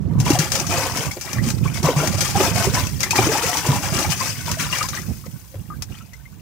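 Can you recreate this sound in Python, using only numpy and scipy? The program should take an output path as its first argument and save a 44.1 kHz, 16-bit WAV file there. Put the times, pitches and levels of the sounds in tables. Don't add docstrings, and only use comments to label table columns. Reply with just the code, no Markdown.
import sys
import numpy as np
from scipy import signal
from scipy.fft import rfft, irfft, next_fast_len
from scipy.io import wavfile
from scipy.ndimage import uniform_filter1d

SR = 44100
rng = np.random.default_rng(int(sys.argv[2]) if len(sys.argv) > 2 else 0)


def dump(signal):
    limited = np.clip(np.atleast_2d(signal).T, -1, 1)
    pcm = np.round(limited * 32767).astype(np.int16)
    wavfile.write(sys.argv[1], SR, pcm)


N = 282681
TIME = np.arange(N) / SR


def gain_of(db):
    return 10 ** (np.asarray(db) / 20)


def unit_rms(x):
    return x / np.sqrt(np.mean(x ** 2) + 1e-20)


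def steadied(x, span_s):
    size = max(int(span_s * SR), 8)
    power = uniform_filter1d(uniform_filter1d(x ** 2, size), size)
    return x / np.sqrt(abs(power) + 1e-4 * np.mean(x ** 2))


def curve_at(points, hz):
    point_hz, value = np.transpose(points)
    return np.interp(np.log(hz + 1), np.log(point_hz), value)


def filtered(x, gain):
    size = next_fast_len(x.shape[-1] + 4096)
    return irfft(rfft(x, size) * gain(np.fft.rfftfreq(size, 1 / SR)), size)[..., :x.shape[-1]]


def coloured(x, spectrum):
    return unit_rms(filtered(x, lambda hz: gain_of(curve_at(spectrum, hz))))


def flutter(cutoff_hz):
    return unit_rms(filtered(rng.standard_normal(N), lambda hz: np.exp(-(hz / cutoff_hz) ** 2)))


def lingering(power, decay_s):
    pole = np.exp(-1 / (decay_s * SR))
    return signal.lfilter([1 - pole], [1, -pole], power)


def add(mix, start_s, sound):
    part = mix[max(round(start_s * SR), 0):][:len(sound)]
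    part += sound[:len(part)]


def air(left_db=-55, right_db=-58):
    # frequency_hz, level_db
    spectrum = [(40, 19), (250, 0), (600, 5), (1500, -2), (4000, -2.5), (6000, -22), (10000, -26),
                (15500, -28)]
    return np.array([gain_of(db) * coloured(rng.standard_normal(N), spectrum)
                     for db in (left_db, right_db)])


def wind_force(waver_db=2.5, waver_hz=9):
    # time_s, level_db
    breeze_levels = [(0, -20.5), (.3, -22.5), (.45, -27.5), (1.05, -31.5), (1.22, -39), (1.4, -18.5),
                     (2.25, -24.5), (2.8, -21.5), (3.45, -34.5), (3.8, -25), (4.9, -29.5), (5.5, -38),
                     (5.75, -29), (6.1, -41), (6.4, -40.5)]
    # peak_s, length_s, level_db
    gusts = [(0.19, 0.13, -15), (0.726, 0.161, -22.5), (1.084, .03, -21.5), (1.677, 0.035, -17),
             (2.13, 0.073, -17), (2.368, 0.044, -16.5), (2.552, 0.075, -18), (2.694, 0.032, -16),
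             (3.24, 0.094, -20.5), (3.475, 0.026, -22.5), (3.746, 0.059, -19), (3.902, 0.0157, -24),
             (4.087, 0.041, -17.5), (4.52, 0.058, -22.5), (4.627, 0.027, -29.5), (5.105, 0.041, -18),
             (5.277, 0.016, -24), (5.35, 0.0286, -27), (5.609, .03, -28), (5.92, 0.027, -26),
             (6.025, 0.058, -35), (6.314, 0.045, -38)]
    breeze = gain_of(np.interp(TIME, *np.transpose(breeze_levels)) + waver_db * flutter(waver_hz))
    gust_power = sum(gain_of(db) ** 2 / (1 + (2 * (TIME - peak_s) / length_s) ** 4)
                     for peak_s, length_s, db in gusts)
    return np.sqrt(breeze ** 2 + gust_power)


def wind(force, left_db=-13, shared=0.41, lumpy_db=3, rumble_db=-24, cutoff_hz=1500):
    # frequency_hz, level_db
    puff_spectrum = [(20, -32), (38, -61), (62, -8), (100, 2), (140, 1), (200, -6), (300, -17.5),
                     (500, -30), (1200, -46)]
    rumble_spectrum = [(30, -15), (62, 6), (200, -29)]
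    swell = gain_of(lumpy_db * flutter(50))
    pressures = []
    for _ in range(2):
        puffs = steadied(coloured(swell * rng.standard_normal(N), puff_spectrum), span_s=0.0635)
        rumble = gain_of(rumble_db) * coloured(rng.standard_normal(N), rumble_spectrum)
        pressures.append(force * puffs + np.sqrt(force) * rumble)
    left, right = pressures
    buffets = np.array([gain_of(left_db) * (left + shared * right), right])
    return filtered(buffets, lambda hz: 1 / (1 + (hz / cutoff_hz) ** 4))


def echoes(t60_s=0.061, per_s=3000, first_s=0.0015):
    t = np.arange(SR // 4) / SR
    signs = rng.choice([-1., 1.], len(t))
    arrivals = (rng.random(len(t)) < per_s / SR) * (t > first_s)
    taps = signs * arrivals * gain_of(-60 * t / t60_s)
    return taps / np.linalg.norm(taps)


def tank(x, wet_db, direct=1, tilt_hz=1.1425):
    # centre_hz, width_hz, lift_db
    modes = [(140.6, 5.4, 1.5), (291.7, 100, 3.5), (366.5, 26, 5.5), (530, 19.8, 7), (828, 54, 3.5),
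             (1010, 160, 4)]
    resonant = filtered(x, lambda hz: gain_of(sum(db / (1 + (2 * (hz - centre_hz) / width_hz) ** 2)
                                                  for centre_hz, width_hz, db in modes)))
    tilts = [np.sqrt(2 / 3) * np.cos(2 * np.pi * tilt_hz * TIME + k * np.pi / 3) for k in range(3)]
    scattered = sum(signal.oaconvolve(resonant * tilt, echoes())[:N] for tilt in tilts)
    scattered = filtered(scattered, lambda hz: 1 - np.exp(-(hz / 400) ** 2))
    wet = gain_of(wet_db)
    return (direct * resonant + wet * scattered) / np.hypot(direct, wet)


def ports(left, independent):
    # frequency_hz, correlation
    likeness = [(200, 1), (700, 0.94), (1400, 0.63), (3000, 0.16), (6000, .1)]
    # frequency_hz, left_minus_right_db
    balance = [(150, 0), (700, -1), (1300, 6), (2400, 6.5), (4400, 8.5), (6200, 11.5), (8200, 2.5),
               (11000, 3.5), (15000, 13.5)]

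    def coherence(hz):
        return np.clip(curve_at(likeness, hz), 0, 1)

    right = filtered(left, coherence) + filtered(independent, lambda hz: np.sqrt(1 - coherence(hz) ** 2))
    pair = np.array([left, right])
    return filtered(pair, lambda hz: gain_of(np.outer([.5, -.5], curve_at(balance, hz))))


def agitation(response, column, rise_s=0.024, sag_db_per_s=12.5):
    # start_s, length_s, spray_db, large_bubbles_db, small_bubbles_db
    strokes = [(0.081, 0.11, -72, -40.5, -50), (0.18, 0.045, -34.5, -35.5, -43),
               (0.245, 0.1, -25.5, -26.5, -27.5), (0.382, 0.053, -25.5, -30, -28),
               (0.509, 0.11, -28, -29.5, -32), (0.686, 0.1876, -24.5, -24.5, -28),
               (0.918, 0.13, -28.5, -29.5, -31), (1.233, 0.1307, -37, -38.5, -35.5),
               (1.419, 0.07, -30, -37, -40.5), (1.623, 0.065, -38.5, -40, -36),
               (1.728, 0.0465, -29.5, -37, -38), (1.823, 0.065, -27.5, -20, -26.5),
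               (1.95, 0.12, -26.5, -26, -28.5), (2.107, 0.0293, -28, -32, -36),
               (2.168, .13, -24, -33, -32.5), (2.337, 0.068, -25.5, -26, -28.5),
               (2.383, 0.09, -22.5, -22.5, -24.5), (2.536, 0.12, -23, -24.5, -27),
               (2.719, 0.073, -24.5, -27, -25.5), (2.989, 0.0716, -31.5, -35.5, -31.5),
               (3.136, .13, -23, -23.5, -24), (3.297, 0.089, -23, -25, -25.5),
               (3.404, 0.17, -24, -26.5, -26.5), (3.629, 0.13, -26, -24.5, -28),
               (3.811, 0.0745, -27, -31, -30.5), (3.918, 0.1254, -25.5, -25.5, -27.5),
               (4.089, 0.036, -22.5, -35, -29.5), (4.186, 0.09, -24, -34, -30),
               (4.335, .1, -36, -48, -40.5), (4.451, 0.064, -29.5, -37, -31),
               (4.576, 0.053, -24.5, -33, -26), (4.706, 0.0993, -26, -36.5, -28),
               (4.912, 0.054, -33.5, -40.5, -32), (5.88, 0.099, -48, -59, -47)]
    release_db_per_s, linger_db, linger_s, calm_db = response
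    power, t = np.zeros(N), np.arange(int(.6 * SR)) / SR
    for start_s, length_s, *levels_db in strokes:
        fall_db = sag_db_per_s * t + release_db_per_s * np.maximum(t - length_s, 0)
        envelope = np.minimum(t / rise_s, 1) * gain_of(levels_db[column] - fall_db)
        add(power, start_s, envelope ** 2)
    wash = gain_of(linger_db) ** 2 * lingering(power, linger_s)
    return np.sqrt(power + wash + gain_of(calm_db) ** 2)


def bubble(hz, cycles, rise, onset_cycles):
    periods = np.arange(int(6 * cycles * SR / hz)) * hz / SR
    age = periods / cycles
    envelope = (1 - np.exp(-periods / onset_cycles)) * np.exp(-age)
    return envelope * np.sin(2 * np.pi * periods * (1 + rise * age / 2))


def swarm(stirring, peak_per_s, low_hz, high_hz, spread_db, cycles, rise):
    out = np.zeros(N)
    birth_chance = (stirring / stirring.max()) ** .6
    for when, smallness, rank, sustain, luck in rng.random((int(peak_per_s * N / SR), 5)):
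        if luck < birth_chance[int(when * N)]:
            hz = low_hz * (high_hz / low_hz) ** smallness
            ring = bubble(hz, cycles * 2 ** (sustain - .5), rise * 2 * sustain, onset_cycles=0.23)
            add(out, when * N / SR, gain_of(-spread_db * np.log(rank + 0.0192)) * ring)
    return out / np.sqrt(birth_chance)


def droplets(per_s, spread_db, mist):
    ticks = rng.standard_normal(N) * gain_of(spread_db * np.minimum(rng.exponential(1, N), 4.5))
    landings = rng.random(N) < per_s / SR
    return unit_rms(ticks * landings) + mist * rng.standard_normal(N)


def fizz(thrown, gain_db=-14, foam_s=0.4):
    # frequency_hz, level_db
    spectrum = [(3000, -13), (8000, -4), (14000, -2.5)]
    pops = coloured(droplets(per_s=2700, spread_db=2.0, mist=0.44), spectrum)
    return gain_of(gain_db) * np.sqrt(lingering(thrown ** 2, foam_s)) * pops


def churn(deep, shallow, gain_db=-2, patter_db=-7):
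    # frequency_hz, level_db
    large_spectrum = [(120, 6), (280, -2.5), (420, -2), (700, 5.5), (950, 4.5), (1200, 3), (1800, -22)]
    small_spectrum = [(700, -22.5), (1200, -13), (2500, -9), (3500, -13), (5000, -8.5)]
    large = swarm(deep, peak_per_s=900, low_hz=226.4, high_hz=1241.3,
                  spread_db=5, cycles=3.96, rise=0.064)
    small = swarm(shallow, peak_per_s=900, low_hz=1095, high_hz=3880,
                  spread_db=4, cycles=5.6, rise=0.019)
    low_patter = coloured(droplets(per_s=570, spread_db=4, mist=0.028), large_spectrum)
    high_patter = coloured(droplets(per_s=900, spread_db=0.5, mist=0.18), small_spectrum)
    gurgle = steadied(coloured(large, large_spectrum) + gain_of(patter_db) * low_patter, span_s=0.0273)
    trickle = steadied(coloured(small, small_spectrum) + gain_of(patter_db) * high_patter, span_s=0.073)
    return gain_of(gain_db) * (deep * gurgle + shallow * trickle)


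def spray(thrown, tiny_db=-4, clump_db=2.7, gain_db=-1):
    # frequency_hz, level_db
    spectrum = [(300, -41), (1000, -8), (2500, -1), (3700, -10.5), (5000, -2.5), (6200, -1), (7200, -3),
                (8500, -3.5), (11000, -9), (15500, -13.5)]
    tiny = swarm(thrown, peak_per_s=1200, low_hz=3013, high_hz=10780, spread_db=3, cycles=7.8, rise=0.043)
    grain = droplets(per_s=6000, spread_db=2.8, mist=.7) + gain_of(tiny_db) * unit_rms(tiny)
    clumps = coloured(grain * gain_of(clump_db * flutter(50)), spectrum)
    return gain_of(gain_db) * thrown * steadied(clumps, span_s=.09)


def plops(stirring, gain_db=-1, cycles_at_khz=7, calm_db=-45, calm_cycles=3):
    # start_s, pitch_hz, level_db
    bubbles = [(0.266, 943, -15.5), (0.353, 700, -14), (0.724, 2400, -15.5), (1.111, 2180, -20),
               (1.371, 1100, -26), (1.384, 1855, -17), (1.656, 1090, -22), (1.677, 2257, -21.5),
               (1.756, 2140, -24), (1.887, 460, -9.5), (2.001, 1350, -15), (2.034, 610, -13),
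               (2.354, 767, -10), (2.409, 525, -9), (2.67, 385, -9), (2.774, 972.5, -15.5),
               (2.869, 2570, -23), (3.035, 2032, -15.5), (3.108, 2463, -11), (3.132, 920, -12.5),
               (3.181, 2310, -9), (3.188, 745.5, -11), (3.189, 377, -8), (3.269, 318, -7),
               (3.29, 420, -11.5), (3.318, 620, -14), (3.354, 824, -10), (3.553, 856, -14.5),
               (4.121, 2940, -17), (4.208, 1020, -17), (4.48, 912, -20), (4.57, 635, -27.5),
               (4.727, 2740, -11.5), (4.73, 1880, -17), (4.733, 1050, -19.5), (4.811, 1216, -14.5),
               (4.84, 1015, -18.5), (4.974, 1864, -16.5), (5.24, 1210, -34), (5.702, 1206, -26.5),
               (5.719, 1180, -30.5), (5.738, 1500, -36), (6.009, 1310, -36.5), (6.133, 2020, -33.5),
               (6.255, 2055, -36.5)]
    out = np.zeros(N)
    for start_s, hz, db in bubbles:
        calmness = 1 / (1 + stirring[int(start_s * SR)] / gain_of(calm_db))
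        cycles = (cycles_at_khz + calm_cycles * calmness) * (hz / 1000) ** 0.75
        add(out, start_s, gain_of(db + gain_db) * bubble(hz, cycles, rise=0.035, onset_cycles=0.232))
    return out


def gulps(gain_db=1):
    # start_s, level_db, pitch_hz, decay_cycles
    pockets = [(.158, 1, 154.6, 0.9), (.192, 2.5, 129.3, 1.4), (.218, -7, 121.5, 2.6),
               (0.304, -1, 286, 1.2), (.33, -4, 121.6, 2), (0.392, -2, 149, 1.7), (1.368, -12.5, 124, 1.7),
               (1.468, -12, 228, 2.36), (1.84, -4.5, 151, 2.8), (1.964, -5.5, 143.5, 4.03),
               (2.4, -13, 304, 2.06), (3.183, -12.5, 115, 5.2), (3.688, -3.5, 136.4, 2.9),
               (4.059, -14.5, 133.3, 3.5), (5.553, -18.5, 97.2, 2.1)]
    out = np.zeros(N)
    for start_s, db, hz, cycles in pockets:
        add(out, start_s, gain_of(db + gain_db) * bubble(hz, cycles, rise=0.016, onset_cycles=0.533))
    return out


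def impact_envelope(impacts, attack_s, crack, crack_s=0.0026):
    envelope, t = np.zeros(N), np.arange(SR // 4) / SR
    for start_s, db, t60_s in impacts:
        onset = (1 - np.exp(-t / attack_s)) * (1 + crack * np.exp(-t / crack_s))
        add(envelope, start_s, gain_of(db - 60 * t / t60_s) * onset)
    return envelope


def knocks(gain_db=-4):
    # start_s, level_db, t60_s
    impacts = [(.302, -9.5, 0.032), (1.168, -20, 0.065), (1.884, -10.5, 0.089), (2.026, -14.5, 0.1),
               (2.402, -7.5, 0.077), (3.188, -14, 0.096), (4.728, -39.5, 0.04), (5.262, -27.5, 0.037),
               (5.541, -28.5, 0.097)]
    # frequency_hz, level_db
    spectrum = [(120, -15.5), (330, 3.5), (550, 6), (1000, -17.5), (2000, -13), (6000, -31)]
    thud = steadied(coloured(rng.standard_normal(N), spectrum), span_s=0.00127)
    return gain_of(gain_db) * impact_envelope(impacts, attack_s=0.00134, crack=0) * thud


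def slaps(gain_db=-5):
    # start_s, level_db, t60_s
    impacts = [(0.2006, -19.5, 0.088), (0.3025, -14, 0.083), (0.388, -13.5, 0.16), (0.518, -12, 0.089),
               (0.5526, -14.5, 0.13), (0.598, -15.5, 0.042), (0.6667, -22, 0.14), (0.971, -15.5, 0.052),
               (1.057, -24.5, 0.047), (1.1134, -23, 0.059), (1.2107, -23.5, 0.18), (1.3306, -17, 0.039),
               (1.4867, -19, 0.04), (1.502, -17.5, 0.061), (1.829, -22, 0.2), (2.0726, -13.5, 0.06),
               (2.207, -13, 0.16), (2.8692, -19.5, 0.0333), (3.0046, -15.5, 0.07), (3.031, -11.5, 0.068),
               (3.1074, -12, 0.11), (3.1607, -17, 0.126), (3.57, -16, 0.214), (3.9878, -16.5, 0.218),
               (4.209, -27, 0.072), (4.5143, -15, 0.054), (4.7275, -24, 0.083), (4.7837, -18, 0.042),
               (4.8274, -18.5, 0.1), (4.8863, -20.5, 0.12), (5.4415, -58, 0.035), (5.8217, -20, 0.06),
               (6.134, -37.5, 0.063)]
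    # frequency_hz, level_db
    spectrum = [(300, -11.5), (1200, -4.5), (2500, -1.5), (3700, -3), (6000, 6), (8000, -1), (15500, -12.5)]
    burst = steadied(coloured(rng.standard_normal(N), spectrum), span_s=0.00118)
    return gain_of(gain_db) * impact_envelope(impacts, attack_s=0.000686, crack=1.27) * burst


def scene():
    # release_db_per_s, linger_db, linger_s, calm_db
    spray_response = (177, -9, 0.14, -59)
    large_response = (185.5, -9, 0.02, -63)
    small_response = (180, -5, 0.02, -59)
    thrown = agitation(spray_response, column=0)
    deep = agitation(large_response, column=1)
    shallow = agitation(small_response, column=2)
    splashes = [tank(spray(thrown) + fizz(thrown) + slaps() + knocks() + churn(deep, shallow), wet_db=-5.5)
                for _ in range(2)]
    rings = plops(deep) + gulps()
    bubbles = ports(tank(rings, wet_db=-2), tank(rings, wet_db=0, direct=0))
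    return ports(*splashes) + bubbles + wind(wind_force()) + air()


def record(dry, low_cut_hz=42, ceiling=0.92, high_cut_hz=15750):
    high_passed = filtered(dry, lambda hz: 1 - np.exp(-(hz / low_cut_hz) ** 4))
    rounded = high_passed / (1 + (high_passed / ceiling) ** 6) ** (1 / 6)
    low_pass = signal.firwin(301, high_cut_hz, window=("kaiser", 9), fs=SR)
    return signal.oaconvolve(rounded, low_pass[None], "same")


dry = scene()
out = record(dry)
dump(out)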